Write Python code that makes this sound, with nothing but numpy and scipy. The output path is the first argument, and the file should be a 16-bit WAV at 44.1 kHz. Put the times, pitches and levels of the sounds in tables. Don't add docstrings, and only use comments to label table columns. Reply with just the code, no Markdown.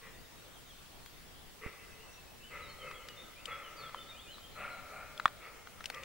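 import sys
import numpy as np
from scipy import signal
from scipy.io import wavfile
from scipy.ndimage import uniform_filter1d

SR = 44100
rng = np.random.default_rng(int(sys.argv[2]) if len(sys.argv) > 2 else 0)


def int16_out(signal):
    q = np.round(np.clip(np.atleast_2d(signal).T, -1, 1) * 32767)
    wavfile.write(sys.argv[1], SR, q.astype(np.int16))


N = 266364
EDGE_HZ = 15850


def amp(db):
    return 10 ** (np.asarray(db) / 20)


def evened(x):
    return x / np.sqrt(np.mean(x ** 2) + 1e-20)


def read(points, hz):
    f, value = np.transpose(points)
    return np.interp(np.log(hz + 1), np.log(f + 1), value)


def wavering(size, smooth):
    return evened(uniform_filter1d(rng.standard_normal(size), size=smooth))


def add(mix, s, sound):
    part = mix[..., max(round(s * SR), 0):][..., :sound.shape[-1]]
    part += sound[..., :part.shape[-1]]


def pan(db):
    return amp(np.array([[db], [-db]]) / 2)


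def pair(size, same):
    a, b = rng.standard_normal((2, size))
    same = np.clip(same, -1, 1)
    return np.array([a, same * a + np.sqrt(1 - same ** 2) * b])


def scatter(rise, fall, same):
    t = np.arange(SR) / SR
    taps = pair(SR, same) * (1 - np.exp(-t / rise)) ** 2 * np.exp(-t / fall)
    return evened(taps) / np.sqrt(SR)


def through(x, response):
    return signal.fftconvolve(x[None], response, axes=1)


def air(patchy_db=1.64):
    # frequency in Hz, relative density in dB per Hz.
    colour = [(20, 3.5), (70, -1), (150, -5.5), (330, -9), (550, -10.5), (1000, -13), (2000, -14.5),
              (3200, -15), (5000, -19), (9000, -22), (13500, -25), (15800, -24)]
    # frequency in Hz, left-right likeness from 0 to 1.
    likeness = [(100, 0.21), (300, 0.075), (700, 0.33), (3000, 0.14), (7000, 0.024), (15000, 0.051)]
    frames, hz = N // 256 + 5, np.fft.rfftfreq(1024, 1 / SR)
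    a, b, c, d, patches = rng.standard_normal((5, frames, len(hz))).transpose(0, 2, 1)
    patches = uniform_filter1d(patches, size=12, axis=0)
    patches = evened(uniform_filter1d(patches, size=12, axis=1))
    same = np.clip(read(likeness, hz), -1, 1)[:, None]
    left = a + 1j * b
    right = same * left + np.sqrt(1 - same ** 2) * (c + 1j * d)
    z = np.array([left, right]) * amp(read(colour, hz)[:, None] + patchy_db * patches)
    noise = signal.istft(z, nperseg=1024, noverlap=768)[1][:, :N]
    return amp(-54.5) * evened(noise) * pan(1.2)


def camera(whine_db=-73.8, whine_hz=15650, field_hz=50, buzz=0.45, push=0.0025):
    t = np.arange(N) / SR
    throb = 1 + buzz * np.cos(2 * np.pi * field_hz * t)
    out = amp(whine_db) * np.sqrt(2) * np.sin(2 * np.pi * whine_hz * t) * throb * pan(1.6)
    bump = amp(-23.5) * (1 - np.exp(-t / 0.00021)) * (1 - t / (5 * push)) * np.exp(-t / push)
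    add(out, 1.6628, bump * amp([[-21], [0]]))
    return out


def warble(notes_per_s=10, glide_octaves=0.209):
    # start in seconds, end in seconds, middle pitch in Hz,
    # pitch range in octaves either way, relative level in dB.
    phrases = [(0.121, 1.32, 3386, .18, -68.5), (1.672, 2.5, 2680, .07, -63.5), (2.7, 3.0, 2906, 0.31, -62),
               (4.1, 4.3, 2557, 0.079, -60.5)]
    notes = []
    for start, end, hz, octaves, db in phrases:
        for k, (late, height, slide) in enumerate(rng.uniform(-1, 1, (32, 3))):
            s = start + (k + 0.34 * late) / notes_per_s
            middle = hz * 2 ** (octaves * height)
            glide = 2 ** (glide_octaves * slide / 2)
            if s < end:
                notes.append((s, middle / glide, middle * glide, db))
    return notes


def bird(waver_share=0.0062, note_s=.062, s_per_octave=.07):
    # start in seconds, first pitch in Hz, last pitch in Hz, relative level in dB.
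    whistles = [ (0.68, 3440, 2970, -63), (2.11, 6080, 5400, -66), (2.42, 2870, 3100, -55.5),
                (2.6, 4210, 3570, -58), (2.675, 4450, 4140, -57.5), (2.78, 3275, 2910, -54),
                (2.85, 2713, 2395, -55.5), (3.075, 2950, 2843, -56), (3.16, 3600, 3610, -54.5),
                (3.19, 3950, 3210, -61.5), (3.345, 2240, 2830, -59), (3.495, 3380, 3320, -51.5),
                (3.615, 3270, 2730, -55.5), (3.755, 4910, 4050, -55.5), (3.81, 3780, 3130, -55.5),
                (3.955, 3110, 3010, -55), (3.975, 3560, 3504, -53), (4.074, 3820, 3606, -55),
                (4.145, 2677, 3920, -56.5), (4.265, 2730, 3310, -54.5), (4.3, 4300, 3710, -57),
                (4.407, 3130, 3234, -55.5), (4.507, 4255, 4020, -60), (4.69, 4230, 3930, -60.5)]
    song = np.zeros(N)
    leaves = amp(-4) * scatter(rise=0.0016, fall=0.025, same=1.0)
    deep_forest = amp(-5) * scatter(rise=0.014, fall=0.42, same=0.45)
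    waver = wavering(N, smooth=250)
    for s, first_hz, last_hz, db in whistles + warble():
        n = int((note_s + s_per_octave * abs(np.log2(last_hz / first_hz))) * SR)
        hz = np.linspace(first_hz, last_hz, n) * (1 + waver_share * waver[max(int(s * SR), 0):][:n])
        whistle = np.sqrt(2) * np.sin(2 * np.pi * np.cumsum(hz) / SR)
        add(song, s, amp(db) * whistle * signal.windows.tukey(n, .7))
    return (amp(-1) * song + through(song, leaves + deep_forest)[:, :N]) * pan(0.8)


def crack(hz, fall=0.0026, top_ratio=2.05):
    t = np.arange(SR // 40) / SR
    grit = rng.standard_normal(len(t)) * (1 - np.exp(-t / 0.00057)) * np.exp(-t / fall)
    grit = signal.lfilter(*signal.butter(3, 0.52 * hz, "high", fs=SR), grit)
    dulled = signal.lfilter(*signal.butter(2, min(top_ratio * hz, EDGE_HZ), fs=SR), grit)
    grit = dulled + amp(-24.5) * grit
    return grit / abs(grit).max()


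def stones(grit_bright=1.84):
    # start in seconds, peak of the ring in dB before panning, pitch in Hz,
    # peak of the gritty crack in dB against the ring, left-right difference in dB.
    knocks = [ (1.06, -51.5, 1930, 12, 6), (2.912, -38, 1270, 3, 2), (3.0860, -44, 1730, 9, 3),
              (3.456, -34.5, 3030, -1.5, 10.5), (3.893, -40, 1300, -4, 6), (3.9457, -29, 1080, -23, 2.5),
              (4.382, -42.5, 1210, -15, 4), (5.177, -36.5, 3400, -14, 4), (5.1980, -24, 1367, -13, 4.5),
              (5.2563, -8.5, 1178, -32, 2), (5.2784, -36, 1280, 3, 3.5), (5.672, -38.5, 1370, -5, 3),
              (5.807, -41, 1325, 1.5, 4), (5.8413, -37.5, 1870, 4, 5), (5.8570, -29, 2990, 1.5, 6.5),
              (5.9, -35, 1500, 6.5, 4), (5.945, -41.5, 3250, 0.5, 10), (6.034, -37, 2400, -1, 5)]
    # multiple of its pitch, relative level in dB, time to the crest in seconds.
    modes = [(.77, -9, 0.00087), (1, 7.5, 0.00068), (1.16, -8.5, 0.00075), (1.52, -8, 0.0014),
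             (1.72, -6, 0.00038), (2.1, -36, 0.0036), (2.9, -10.5, 0.0012), (3.4, -33, 0.0039),
             (4.4, -14.5, 0.00021), (5.4, -32, 0.00091), (6.7, -27.5, 0.0012), (9, -32, 0.0009)]
    out, t = np.zeros((2, N)), np.arange(SR // 40) / SR
    for s, db, hz, crack_db, side_db in knocks:
        bright_db = grit_bright * max(crack_db, 0)
        ring = np.zeros(len(t))
        for ratio, level, crest in modes:
            if hz * ratio < EDGE_HZ:
                swell = t / crest * np.exp(-t / crest)
                ring += amp(level + bright_db * np.log2(ratio)) * swell * np.sin(2 * np.pi * hz * ratio * t)
        ring = signal.lfilter(*signal.butter(3, 0.71 * hz, "high", fs=SR), ring)
        thud = amp(-17) * np.sin(2 * np.pi * 130 * t) * np.exp(-t / 0.0012)
        knock = amp(db) * (ring / abs(ring).max() + amp(crack_db) * crack(hz) + thud)
        heard = amp(-13) * through(knock, scatter(rise=.0005, fall=.003, same=.4))
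        heard += amp(-23) * through(knock, scatter(rise=0.003, fall=0.011, same=0.52))
        add(heard, 0, knock)
        add(out, s, heard * pan(side_db))
    return out


def forest():
    # frequency in Hz, time to fall 60 dB in seconds, relative level in dB.
    trunks = np.array([(200, 0.66, -3), (564, 4.4, -1.5), (950, 1.4, 2), (1330, 1.75, -0.5),
                       (2110, 1.26, 1), (4000, 1.46, -2.5)])
    hz, t, z = signal.stft(pair(2 * SR, same=0.96), SR, nperseg=256)
    t60 = read(trunks[:, [0, 1]], hz)[:, None]
    colour_db = read(trunks[:, [0, 2]], hz)[:, None]
    tail = signal.istft(z * amp(colour_db - 60 * t / t60), SR, nperseg=256)[1]
    return tail / np.linalg.norm(tail[0])


def folds_and_breath(size, pitch_hz=170, jitter=.22, rough=0.75):
    turns = np.cumsum(pitch_hz * (1 + jitter * wavering(size, smooth=200))) / SR
    folds = sum(np.cos(2 * np.pi * k * turns) for k in range(1, 22))
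    puffs = (0.097 + np.exp(-(turns % 1) / 0.86)) * rng.standard_normal(size)
    return (1 - rough) * evened(folds) + rough * evened(puffs)


def bark(rise, formants, lift_db, spread, bright_db, rasp_db, jaw, hold=0.031):
    # width in Hz before spreading, level in dB before lifts.
    throat = [(145, -5.5), (170, -2), (330, -5.5)]
    # frequency in Hz, level in dB before the strain.
    rasp = [(80, -22), (180, -15.5), (330, -29), (900, -18.5), (1600, -14.5), (1800, -13), (2100, -13),
            (2450, -8), (2800, -14.5), (3150, -26), (4500, -32), (9000, -66)]
    t = np.arange(SR // 3) / SR
    hz, at, z = signal.stft(folds_and_breath(len(t)), SR, nperseg=1024, noverlap=896)
    hz = hz[:, None]
    opening = np.minimum(at / (rise + hold), 1) - .7
    tremble = 1 + 0.018 * wavering(len(at), smooth=8)
    lifts_db = (6 * jaw - 0.32 * lift_db, lift_db, 0)
    power = amp(read(rasp, hz) + rasp_db) ** 2
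    for k, (centre, (width, db)) in enumerate(zip(formants, throat), 1):
        offset = hz - centre * tremble * (1 + jaw * opening / k ** 2)
        resonance = 1 / (1 + (offset / (width * spread)) ** 2) ** 3
        power = power + amp(db + lifts_db[k - 1]) ** 2 * resonance
    tilt = amp(bright_db * np.log2(np.maximum(hz, formants[0]) / formants[1]))
    voice = signal.istft(z * np.sqrt(power) * tilt, SR, nperseg=1024, noverlap=896)[1][:len(t)]
    swell = np.sin(np.pi / 2 * np.minimum(t / rise, 1))
    decay = np.exp(-np.maximum(t - rise - hold, 0) / (0.71 * rise))
    return evened(voice) * swell * decay


def deer():
    # start in seconds, rise in seconds, effort as a relative level in dB,
    # second throat resonance in Hz, strain from 0 to 1, jaw drop as a share by which the first
    # resonance rises, relative level of the slope's echo in dB.
    barks = [ (0.012, 0.027, -53.5, 1168, .05, 0.097, -11.5), (1.608, 0.033, -48, 1252, 0.3, .0, -13.5),
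             (2.500, 0.037, -48.5, 1268, 0.45, 0.1, 4.5), (3.458, 0.038, -44.5, 1303, 0.94, 0.13, -2),
             (4.545, 0.071, -45, 1345, 1.0, .3, -1.5), (5.395, 0.043, -52, 1294, .45, 0.025, -5.5),
             (5.915, 0.033, -47.7, 1210, 0.7, 0.13, 1)]
    out = np.zeros((2, N))
    for s, rise, db, hz, strain, jaw, echo_db in barks:
        call = amp(db) * bark(
            rise,
            formants=(0.37 * hz * (1 + jaw), hz, 1.65 * hz),
            lift_db=-6 + 10 * strain,
            spread=0.15 + 11.7 * rise,
            bright_db=1.06 - 2.2 * strain,
            rasp_db=-6.5 + 8.5 * strain,
            jaw=jaw)
        add(out, s, call)
        add(out, s, amp(-13.5) * through(call, scatter(rise=0.0021, fall=0.16, same=0.32)))
        add(out, s, amp(-0.5 + 0.38 * echo_db) * through(call, forest()))
        dulled = signal.lfilter(*signal.butter(1, 2000, fs=SR), call)
        slope = scatter(rise=0.0045, fall=0.068, same=1.0)
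        slope += amp(-2) * scatter(rise=0.051, fall=0.38, same=1.0)
        echo_s = .255 + .013 * s
        add(out, s + echo_s, amp(echo_db) * through(dulled, slope))
    return out * pan(2.1)


def scene():
    left, right = deer() + stones() + bird()
    return np.array([np.roll(left, 1), right]) + air() + camera()


def record(dry):
    low_pass = signal.firwin(1023, EDGE_HZ, window=("kaiser", 8), fs=SR)
    return signal.oaconvolve(dry, low_pass[None], "same")


dry = scene()
out = record(dry)
int16_out(out)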